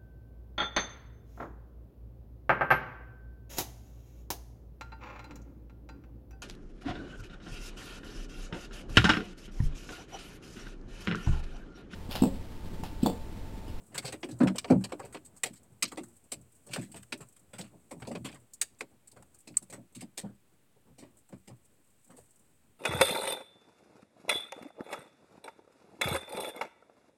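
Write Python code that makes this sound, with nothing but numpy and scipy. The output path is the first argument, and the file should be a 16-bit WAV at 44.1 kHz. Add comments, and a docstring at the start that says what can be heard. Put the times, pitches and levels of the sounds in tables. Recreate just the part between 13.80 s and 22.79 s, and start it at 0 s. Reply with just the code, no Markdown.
"""Hail on a parked vehicle

Heard from inside the closed cab: ice cracks and shatters on roof and glass (band-filtered noise bursts),
heavy stones set the body panels drumming (decaying sine modes), and a few hard ticks strike the near window.
Rain and small pellets patter underneath (shaped noise). A small microphone port rings near 8 kHz."""
import sys
import numpy as np
from scipy import signal
from scipy.fft import rfft, irfft
from scipy.io import wavfile
from scipy.ndimage import uniform_filter1d

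SR = 44100
rng = np.random.default_rng(int(sys.argv[2]) if len(sys.argv) > 2 else 0)


def persist_wave(psi):
    """Save psi, clipped to +-1, as 16-bit WAV."""
    counts = np.round(np.clip(psi, -1, 1) * 32767).astype(np.int16)
    wavfile.write(sys.argv[1], SR, np.atleast_2d(counts).T)


def boost_factor(decibels):
    """Convert a level in decibels to a linear amplitude factor."""
    exponent = np.asarray(decibels, float) / 20
    return 10 ** exponent


N = 396459  # length in samples

# modes of the body panels and cabin air: pitch_hz, level_db (relative), t60_ratio (to the blow's own t60)
PANEL_MODES = [(62.2, -1.5, 1.7), (84, -1, 1.6), (120, 2.5, 1.2), (135, -2, 0.78), (166, -1, 0.57),
               (193, -3, 1.1), (229, -2, 0.75), (258, 0, 0.74), (302, 0.5, 0.91), (332.1, 0, 0.74),
               (353, -6.5, 1.3), (396.9, -2.5, 0.62), (449, -1, 0.48), (517.5, 2.5, 0.37), (572, 0, 0.63),
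               (661, -3.5, 0.63), (751, 0, 0.35), (837, -7, 0.5), (930, -6.5, 0.43), (1040, -15, .35)]


def evened(x):
    """Normalization: scales a signal to unit rms."""
    return x / np.sqrt(np.mean(x ** 2) + 1e-20)


def add(mix, start_s, sound):
    """Superposition: sums a sound into the mix from its start time."""
    part = mix[max(round(start_s * SR), 0):][:len(sound)]
    part += sound[:len(part)]


def coloured(x, points):
    """Linear filtering: multiplies the spectrum by a gain curve given as (Hz, dB) points."""
    point_hz, gain_db = np.transpose(points)
    hz = np.fft.rfftfreq(len(x), 1 / SR)
    gain = boost_factor(np.interp(np.log(hz + 1), np.log(point_hz + 1), gain_db))
    return irfft(rfft(x) * gain, len(x))


def swell(t, rise_s, t60_s, curve):
    """Build-up and decay of reflections: peak 1, falling ever faster in dB if curve is over 1."""
    fall = (t / np.clip(t60_s, .002, .5)) ** curve
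    shape = (1 - np.exp(-t / rise_s)) ** 2 * boost_factor(-60 * fall)
    return shape / shape.max(axis=0)


def electronics():
    """Circuit noise: a steady coloured fizz on a small constant offset."""
    # fizz spectrum: pitch_hz, level_db (relative, per Hz)
    fizz_spectrum = [(300, -1), (1000, -2.5), (2500, -2), (5500, -10.5), (8300, -6.5), (11000, -8),
                     (15500, -9.5), (20000, 0)]
    fizz = boost_factor(-72.5) * evened(coloured(rng.standard_normal(N), fizz_spectrum))
    offset = -.0004
    return fizz + offset


def rumble():
    """Transmission through panels: rain and far hail reach the cabin as a lumpy low wash of noise."""
    # course of the wash: time_s, level_db (before the lumps)
    wash_course = [(0, -60.5), (1.3, -60.5), (1.6, -68.5), (4.4, -67.5), (4.7, -71), (8.99, -72.5)]
    # wash spectrum: pitch_hz, level_db (relative, per Hz)
    wash_spectrum = [(20, -24), (45, -16.5), (75, -1.5), (118, -4), (165, -5), (240, -5), (630, -15.5),
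                     (1500, -26.5), (3000, -55)]
    low, lump = rng.standard_normal((2, N))
    lumps_db = 3 * evened(uniform_filter1d(uniform_filter1d(lump, size=1500), size=1500))
    level_db = np.interp(np.arange(N) / SR, *np.transpose(wash_course))
    return evened(coloured(low, wash_spectrum)) * boost_factor(level_db + lumps_db)


def rain_hiss():
    """Incoherent addition: powers of the gusty rain, random drops and pellets sum under one treble noise."""
    # rain driven on the glass by gusts: time_s, level_db
    gust_course = [(0, -79.5), (0.95, -78), (1.9, -86), (2.2, -76), (2.55, -83.5), (3.05, -74.5),
                   (3.7, -85), (4.4, -77.5), (4.7, -85.5), (5.15, -89), (5.7, -83), (6.2, -89.5),
                   (7, -91.5), (7.4, -87.5), (8.1, -85.5), (8.4, -80), (8.99, -88.5)]
    # light pellets that only reach the treble: start_s, level_db (rms at the peak)
    pellet_hits = [(0.064, -68), (1.83, -70), (2.2826, -68.5), (2.365, -65.5), (2.439, -69.5), (2.612, -69),
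                   (2.7503, -68.5), (3.375, -63), (3.485, -65.5), (3.5237, -69), (3.5922, -68),
                   (5.314, -65.5), (5.5858, -66), (5.603, -65.5), (6.1233, -73), (7.369, -67.5),
                   (7.386, -70), (7.4885, -70), (7.8502, -68.5), (8.244, -68.5), (8.4347, -71),
                   (8.5067, -68.5), (8.5576, -69.5), (8.592, -70)]
    # hiss spectrum: pitch_hz, level_db (relative, per Hz)
    hiss_spectrum = [(2000, -27.5), (5500, -10), (8000, -0.5), (11000, -5), (16000, -8.5)]
    t = np.arange(N) / SR
    high, draw, size = rng.standard_normal((3, N))
    level = boost_factor(np.interp(t, *np.transpose(gust_course)))
    is_drop = draw > 3.1  # rare random samples
    blow_power = (is_drop * level * boost_factor(-1 + 4 * abs(size))) ** 2
    for start_s, level_db in pellet_hits:
        blow_power[round(start_s * SR)] += boost_factor(level_db) ** 2
    splash_shape = swell(t[:4000], .001, 0.089, 0.88) ** 2
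    splash_power = signal.oaconvolve(blow_power, splash_shape)[:N].clip(0)
    return evened(coloured(high, hiss_spectrum)) * np.sqrt(level ** 2 + splash_power)


def window_ticks():
    """Impact excitation: a bare click of ice on the near window, sharp enough to ring the microphone port."""
    # hard ticks: start_s, level_db (peak, before the port)
    tick_hits = [(4.8149, -27), (5.7699, -19), (5.7736, -21.5)]
    out, t = np.zeros(N), np.arange(300) / SR
    click = np.sin(2 * np.pi * 7900 * t) * swell(t, .0004, .0028, 1)
    for start_s, level_db in tick_hits:
        add(out, start_s, boost_factor(level_db) * click)
    return out


def drum(chance, low_db, struck_hz, upper_db):
    """Modal synthesis: a blow rings damped panel modes; each lands elsewhere, so sizes and phases vary."""
    # how long a middling blow rings, and how much shorter for each dB of extra force
    middling_db, middling_t60_s, t60_s_per_db = -45.5, .175, .0002
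    # low modes fade away from the struck pitch, faster for heavy blows
    focus_db_per_oct, heavy_focus_per_db = 15.5, 0.27
    # bass takes longer to fill the cabin
    rise_s, rise_cycles = .0028, .65
    t = np.arange(14000)[:, None] / SR
    mode_hz, mode_db, t60_ratio = np.transpose(PANEL_MODES)
    low = mode_hz < 385
    force_db = low_db - middling_db
    t60_s = (middling_t60_s - t60_s_per_db * force_db) * t60_ratio
    focus = focus_db_per_oct + heavy_focus_per_db * force_db
    fade_db = focus * low * abs(np.log2(mode_hz / struck_hz))
    size = boost_factor(mode_db - fade_db + 8 * (chance[2] - .5))
    low_gain = boost_factor(low_db) / np.linalg.norm(size[low])
    upper_gain = boost_factor(upper_db) / np.linalg.norm(size[~low])
    size *= np.where(low, low_gain, upper_gain)
    shape = swell(t, rise_s + rise_cycles / mode_hz, t60_s, 1.5)
    # each mode has a detuned twin on the neighbouring panel, so the ring beats unevenly
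    main_hz = mode_hz * (1 + 0.05 * (chance[1] - .5))
    twin_hz = mode_hz * (1 + .16 * (chance[3] - .5))
    rings = np.sin(2 * np.pi * (main_hz * t + chance[0]))
    rings += .7 * np.sin(2 * np.pi * (twin_hz * t + chance[4]))
    return 1.15 * (shape * rings) @ size


def shatter(noise, knock_db, knock_hz, splinter_db, t60_s):
    """Band-wise decay: splintering ice and reflections as grainy noise in bands, the treble dying first."""
    # band centres in Hz; the outer two are silent edges
    centres_hz = [450, 1150, 2400, 4600, 8000, 13500, 19000]
    # roof and glass as a filter: pitch_hz, gain_db
    shell_filter = [(3300, -2), (4300, 2), (6100, -2.5), (7200, -1.5)]
    # the knock fades below and above its pitch
    knock_rise_db_per_oct, knock_fall_db_per_oct = 10.5, 11.3
    # splinters spill into the bands below and above their own
    splinter_spill_db = np.array([-11, 0, -6.5])
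    # rise time as a share of the t60: far, long cracks also start softly
    rise_s = .03 * t60_s
    t, hz = np.arange(len(noise)) / SR, np.fft.rfftfreq(len(noise), 1 / SR)
    grainy = noise[:, 0] * boost_factor(2.5 * evened(uniform_filter1d(noise[:, 1], size=40)))
    # every spot of the shell has its own crowd of short resonances
    spots_db = 3.2 * evened(uniform_filter1d(noise[:len(hz), 2], size=50))
    spectrum = rfft(grainy) * boost_factor(spots_db)
    octaves = np.log2(np.array(centres_hz[1:4]) / knock_hz)
    knock_fade_db = np.maximum(knock_fall_db_per_oct * octaves, -knock_rise_db_per_oct * octaves)
    knock = boost_factor(knock_db - knock_fade_db)
    splinter = boost_factor(splinter_db + splinter_spill_db)
    # knock and splinters share the middle band
    sizes = [knock[0], knock[1], np.hypot(knock[2], splinter[0]), splinter[1], splinter[2]]
    t60_ratios = [1.2, 1.05, 1., .95, .95]
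    out = np.zeros(len(t))
    for k, (size, t60_ratio) in enumerate(zip(sizes, t60_ratios)):
        share = np.interp(np.log(hz + 1), np.log(centres_hz[k:k + 3]), [0, 1, 0]) ** 1.6
        # the time lead lets the direct crack arrive at once
        ring = swell(t + .0008, rise_s, t60_s * t60_ratio, 1.35)
        ring += boost_factor(-33.0) * swell(t, .01, 0.25, 1)  # the cabin's faint tail
        out += size * evened(irfft(spectrum * share, len(t))) * ring
    return coloured(out, shell_filter)


def scene():
    """Superposition of sources: thuds and cracks over rumble, rain hiss and ticks."""
    # blows that drum the panels: start_s, low_db (low modes together), struck_hz (best-driven pitch),
    # upper_db (upper modes together); levels before the twin modes and a common gain
    blows = [(0.115, -70, 200, -60), (.145, -51, 133, -52), (.175, -48.5, 200, -46.5), (.24, -45, 142, -42),
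             (.279, -53, 222, -45), (.324, -46.5, 282, -42), (.429, -37, 324, -42.5),
             (0.484, -40, 270, -51.5), (0.52, -45, 147, -57), (.601, -18, 245, -31), (.625, -23, 200, -33),
             (0.655, -28, 207, -32.5), (.692, -32.5, 218, -43), (.746, -47.5, 248, -44),
             (.842, -56, 237, -40), (.88, -45, 260, -55), (.9, -16.5, 262, -21), (.918, -19, 180, -30),
             (.95, -26, 175, -42), (1.003, -49, 204, -59), (1.038, -43.5, 196, -47), (1.118, -43, 310, -38),
             (1.193, -56, 255, -43), (1.236, -50.5, 120, -44), (1.342, -49, 255, -43),
             (1.632, -50.5, 244, -44), (1.653, -67, 238, -42.5), (1.698, -49, 192.5, -69),
             (1.898, -57, 125, -73.5), (2.023, -43, 245, -48.5), (2.115, -50, 278, -48),
             (2.171, -40.5, 312, -40), (2.204, -46.5, 249, -61), (2.516, -52, 220, -48),
             (2.566, -50, 120, -72), (2.595, -54.5, 119, -71), (2.866, -60, 200, -56),
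             (2.89, -49, 155, -55), (2.931, -49, 258, -49), (2.958, -56, 216, -40),
             (2.975, -35.5, 223, -50), (3.021, -45.5, 198, -61), (3.084, -53, 192, -68),
             (3.139, -48.5, 206, -50), (3.171, -52, 128, -64), (3.321, -44.5, 265, -45),
             (3.4, -48, 147, -53.5), (3.731, -52, 164, -52), (3.787, -45, 193, -46),
             (3.82, -51.5, 219, -57), (3.93, -55, 179, -59.5), (4.112, -49, 207, -42),
             (4.161, -50, 168, -58), (4.217, -44.5, 165, -50.5), (4.269, -42.5, 229, -41),
             (4.302, -38.5, 240, -40.5), (4.347, -40.5, 203, -41.5), (4.394, -45, 177, -67),
             (4.442, -40.5, 226, -44.5), (4.49, -56, 200, -57), (4.531, -50, 152, -56),
             (4.811, -65.5, 299, -56), (5.004, -51.5, 278, -43.5), (5.32, -65, 200, -63),
             (5.359, -61, 142, -56), (5.39, -60, 200, -63), (5.67, -53, 224, -55), (5.7, -53, 200, -62),
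             (5.816, -56, 193, -64), (5.895, -58, 185, -57), (5.925, -52, 200, -50),
             (5.974, -47.5, 216, -56), (6.156, -48, 202, -64.5), (6.217, -44, 226, -51.5),
             (6.373, -53.5, 242, -48.5), (6.433, -39, 173, -44.5), (6.489, -51, 180, -63),
             (6.958, -66.5, 140.4, -64.5), (7.1, -58, 141, -70), (7.179, -53, 252, -57.5),
             (7.221, -49.5, 268, -52.5), (7.491, -62, 250, -65), (7.522, -45, 191, -52.5),
             (7.673, -53.5, 180, -57), (7.694, -49.5, 167.4, -56), (8.291, -57, 208, -59.5),
             (8.33, -58, 200, -62), (8.376, -59, 133, -56)]
    # ice cracking on the shell: start_s, knock_db, knock_hz, splinter_db, t60_s (scaled band by band);
    # levels are rms before the decay and the shell filter
    ice_cracks = [(0.1164, -62, 1700, -80, 0.14), (0.1429, -40.5, 1550.0, -53.5, 0.098),
                  (0.1783, -32, 3140.0, -42.5, 0.049), (0.2185, -51.0, 1400.0, -65, 0.2),
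                  (0.2464, -41.5, 3220.0, -52, 0.14), (0.2794, -37, 3290.0, -60.5, 0.043),
                  (0.3226, -41.5, 2120.0, -53.5, 0.073), (0.429, -39.5, 2280.0, -70, 0.063),
                  (0.441, -53, 1240.0, -61, 0.056), (0.4852, -55, 1790.0, -66.5, 0.11),
                  (0.5098, -56.5, 4420.0, -60.5, 0.073), (0.587, -62, 1300.0, -63.0, 0.062),
                  (0.602, -34, 1050.0, -68, 0.11), (0.6305, -36, 970.0, -59.5, 0.065),
                  (0.671, -29, 1620.0, -54.5, 0.063), (0.7453, -60.0, 1880.0, -81.5, 0.057),
                  (0.757, -40, 2020.0, -51, 0.046), (0.7824, -30.0, 3460.0, -41.5, 0.038),
                  (0.8443, -36.5, 2070.0, -65, 0.034), (0.873, -51.5, 1700.0, -79, 0.2),
                  (0.9, -32.5, 1340.0, -56.5, 0.083), (1.005, -56.5, 1300.0, -69, 0.095),
                  (1.0395, -35, 3140.0, -47.5, 0.046), (1.0882, -56.0, 1440.0, -75.0, 0.13),
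                  (1.1198, -38, 1620.0, -60.5, 0.051), (1.1943, -40.5, 1050.0, -61.5, 0.057),
                  (1.2198, -60.0, 2400.0, -80.5, 0.16), (1.2482, -54.0, 1750.0, -62, 0.076),
                  (1.324, -56, 1580.0, -60.5, 0.091), (1.3439, -41, 1700.0, -64.0, 0.069),
                  (1.3699, -45.5, 1700.0, -71, 0.028), (1.4476, -73, 2400.0, -61.5, 0.091),
                  (1.5626, -65, 1210.0, -63, 0.091), (1.6333, -30, 2400.0, -35.5, 0.043),
                  (1.6562, -43, 2850.0, -51.5, 0.076), (1.7323, -61.5, 1660.0, -63.0, 0.07),
                  (1.756, -66, 3500, -67, 0.1), (2.0243, -23.5, 3060.0, -35.5, 0.052),
                  (2.052, -37.5, 3900, -71, 0.04), (2.0773, -52, 3810.0, -59.5, 0.055),
                  (2.1172, -42.5, 1370.0, -55, 0.051), (2.1721, -41.5, 1930.0, -58.0, 0.075),
                  (2.2329, -56.5, 1240.0, -59, 0.053), (2.5176, -40, 3060.0, -43.5, 0.066),
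                  (2.8653, -63, 1340.0, -63.5, 0.075), (2.8854, -62, 3000, -76, 0.09),
                  (2.9044, -52, 2120.0, -62.5, 0.3), (2.9325, -34.5, 2900, -46.5, 0.07),
                  (2.9593, -36.5, 1500, -54.0, 0.051), (2.985, -56, 2400.0, -67, 0.083),
                  (3.012, -56, 2400.0, -60.5, 0.094), (3.03, -62, 2600, -70, 0.13),
                  (3.1149, -64, 2400.0, -60.5, 0.08), (3.1432, -48, 1790.0, -64.0, 0.037),
                  (3.157, -53.5, 1970.0, -59.5, 0.11), (3.2282, -55, 1790.0, -61, 0.034),
                  (3.3224, -33.5, 2580.0, -50.0, 0.054), (3.4043, -49.5, 1470.0, -60.5, 0.09),
                  (3.5628, -63, 1700.0, -65.5, 0.057), (3.7315, -49.5, 1790.0, -61.5, 0.1),
                  (3.7825, -45.5, 1830.0, -53.5, 0.082), (3.809, -48, 3630.0, -57, 0.056),
                  (3.8334, -58, 1880.0, -73, 0.14), (4.109, -46.5, 1400.0, -58.5, 0.08),
                  (4.1965, -60, 1180.0, -69, 0.13), (4.2206, -43.5, 1660.0, -68, 0.044),
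                  (4.2493, -50, 1400.0, -88, 0.053), (4.2703, -51, 3540.0, -59.5, 0.083),
                  (4.3132, -47.5, 1660.0, -63.0, 0.073), (4.351, -39, 1880.0, -62, 0.053),
                  (4.4449, -40, 1900, -53.5, 0.11), (4.4863, -50.5, 2400.0, -78, 0.06),
                  (4.5142, -58, 2340.0, -68, 0.067), (4.526, -57, 2460.0, -73.5, 0.055),
                  (4.5425, -57, 1470.0, -64.5, 0.062), (4.5554, -51.5, 1370.0, -77.0, 0.054),
                  (4.7342, -79.5, 1400.0, -52.5, 0.051), (4.8131, -29, 3290.0, -32.0, 0.047),
                  (4.9858, -67.5, 1620.0, -67, 0.11), (5.0069, -35, 1830.0, -54, 0.044),
                  (5.273, -69.5, 2280.0, -61.0, 0.0566), (5.315, -66, 4200, -68, 0.05),
                  (5.3624, -55.5, 1300.0, -75.0, 0.08), (5.4241, -51, 820.0, -63.5, 0.033),
                  (5.543, -71.5, 1340.0, -65, 0.067), (5.6721, -52, 3290.0, -64.5, 0.081),
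                  (5.741, -60, 2020.0, -83.5, 0.043), (5.7685, -44.5, 1750.0, -38, 0.039),
                  (5.8238, -63.0, 1440.0, -59, 0.055), (5.8986, -56, 2520.0, -58, 0.06),
                  (5.9241, -45, 1580.0, -55.5, 0.095), (6.148, -54, 2920.0, -58.0, 0.1),
                  (6.1879, -63, 2500, -74, 0.08), (6.2069, -48.5, 2920.0, -56, 0.079),
                  (6.3735, -41, 3220.0, -47.0, 0.095), (6.4374, -57.5, 930.0, -82, 0.16),
                  (7.1811, -58, 3140.0, -65.5, 0.12), (7.2182, -59, 1660.0, -80, 0.15),
                  (7.49, -64, 1000, -72, 0.05), (7.5222, -56.0, 1440.0, -75, 0.089),
                  (7.6737, -56, 2780.0, -64, 0.076), (7.701, -60.5, 1240.0, -87, 0.08),
                  (8.3001, -58, 1270.0, -74, 0.11), (8.364, -64.0, 1620.0, -65.5, 0.13)]
    mix = rumble() + rain_hiss() + window_ticks()
    chances = rng.random((len(blows), 5, len(PANEL_MODES)))
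    for (start_s, *blow), chance in zip(blows, chances):
        add(mix, start_s, drum(chance, *blow))
    noises = rng.standard_normal((len(ice_cracks), 6000, 3))
    for (start_s, *crack), noise in zip(ice_cracks, noises):
        add(mix, start_s, shatter(noise, *crack))
    return mix[None]


def port(dry):
    """Acoustic resonance: the small microphone port adds a ringing treble band to the direct path."""
    # resonance: centre_hz, width_hz, level_db (added to the direct path)
    centre_hz, width_hz, level_db = (8150, 1200, 10)
    b, a = signal.iirpeak(centre_hz, centre_hz / width_hz, fs=SR)
    return dry + boost_factor(level_db) * signal.lfilter(b, a, dry)


def band_limit(x):
    """A steep low-pass at the top of the band."""
    return signal.sosfilt(signal.butter(12, 16530, fs=SR, output="sos"), x)


def record(dry):
    """Signal chain: the port's resonance, then the noise and offset of the electronics."""
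    mix = port(dry) + electronics()
    return band_limit(mix)


dry = scene()
out = record(dry)
persist_wave(out)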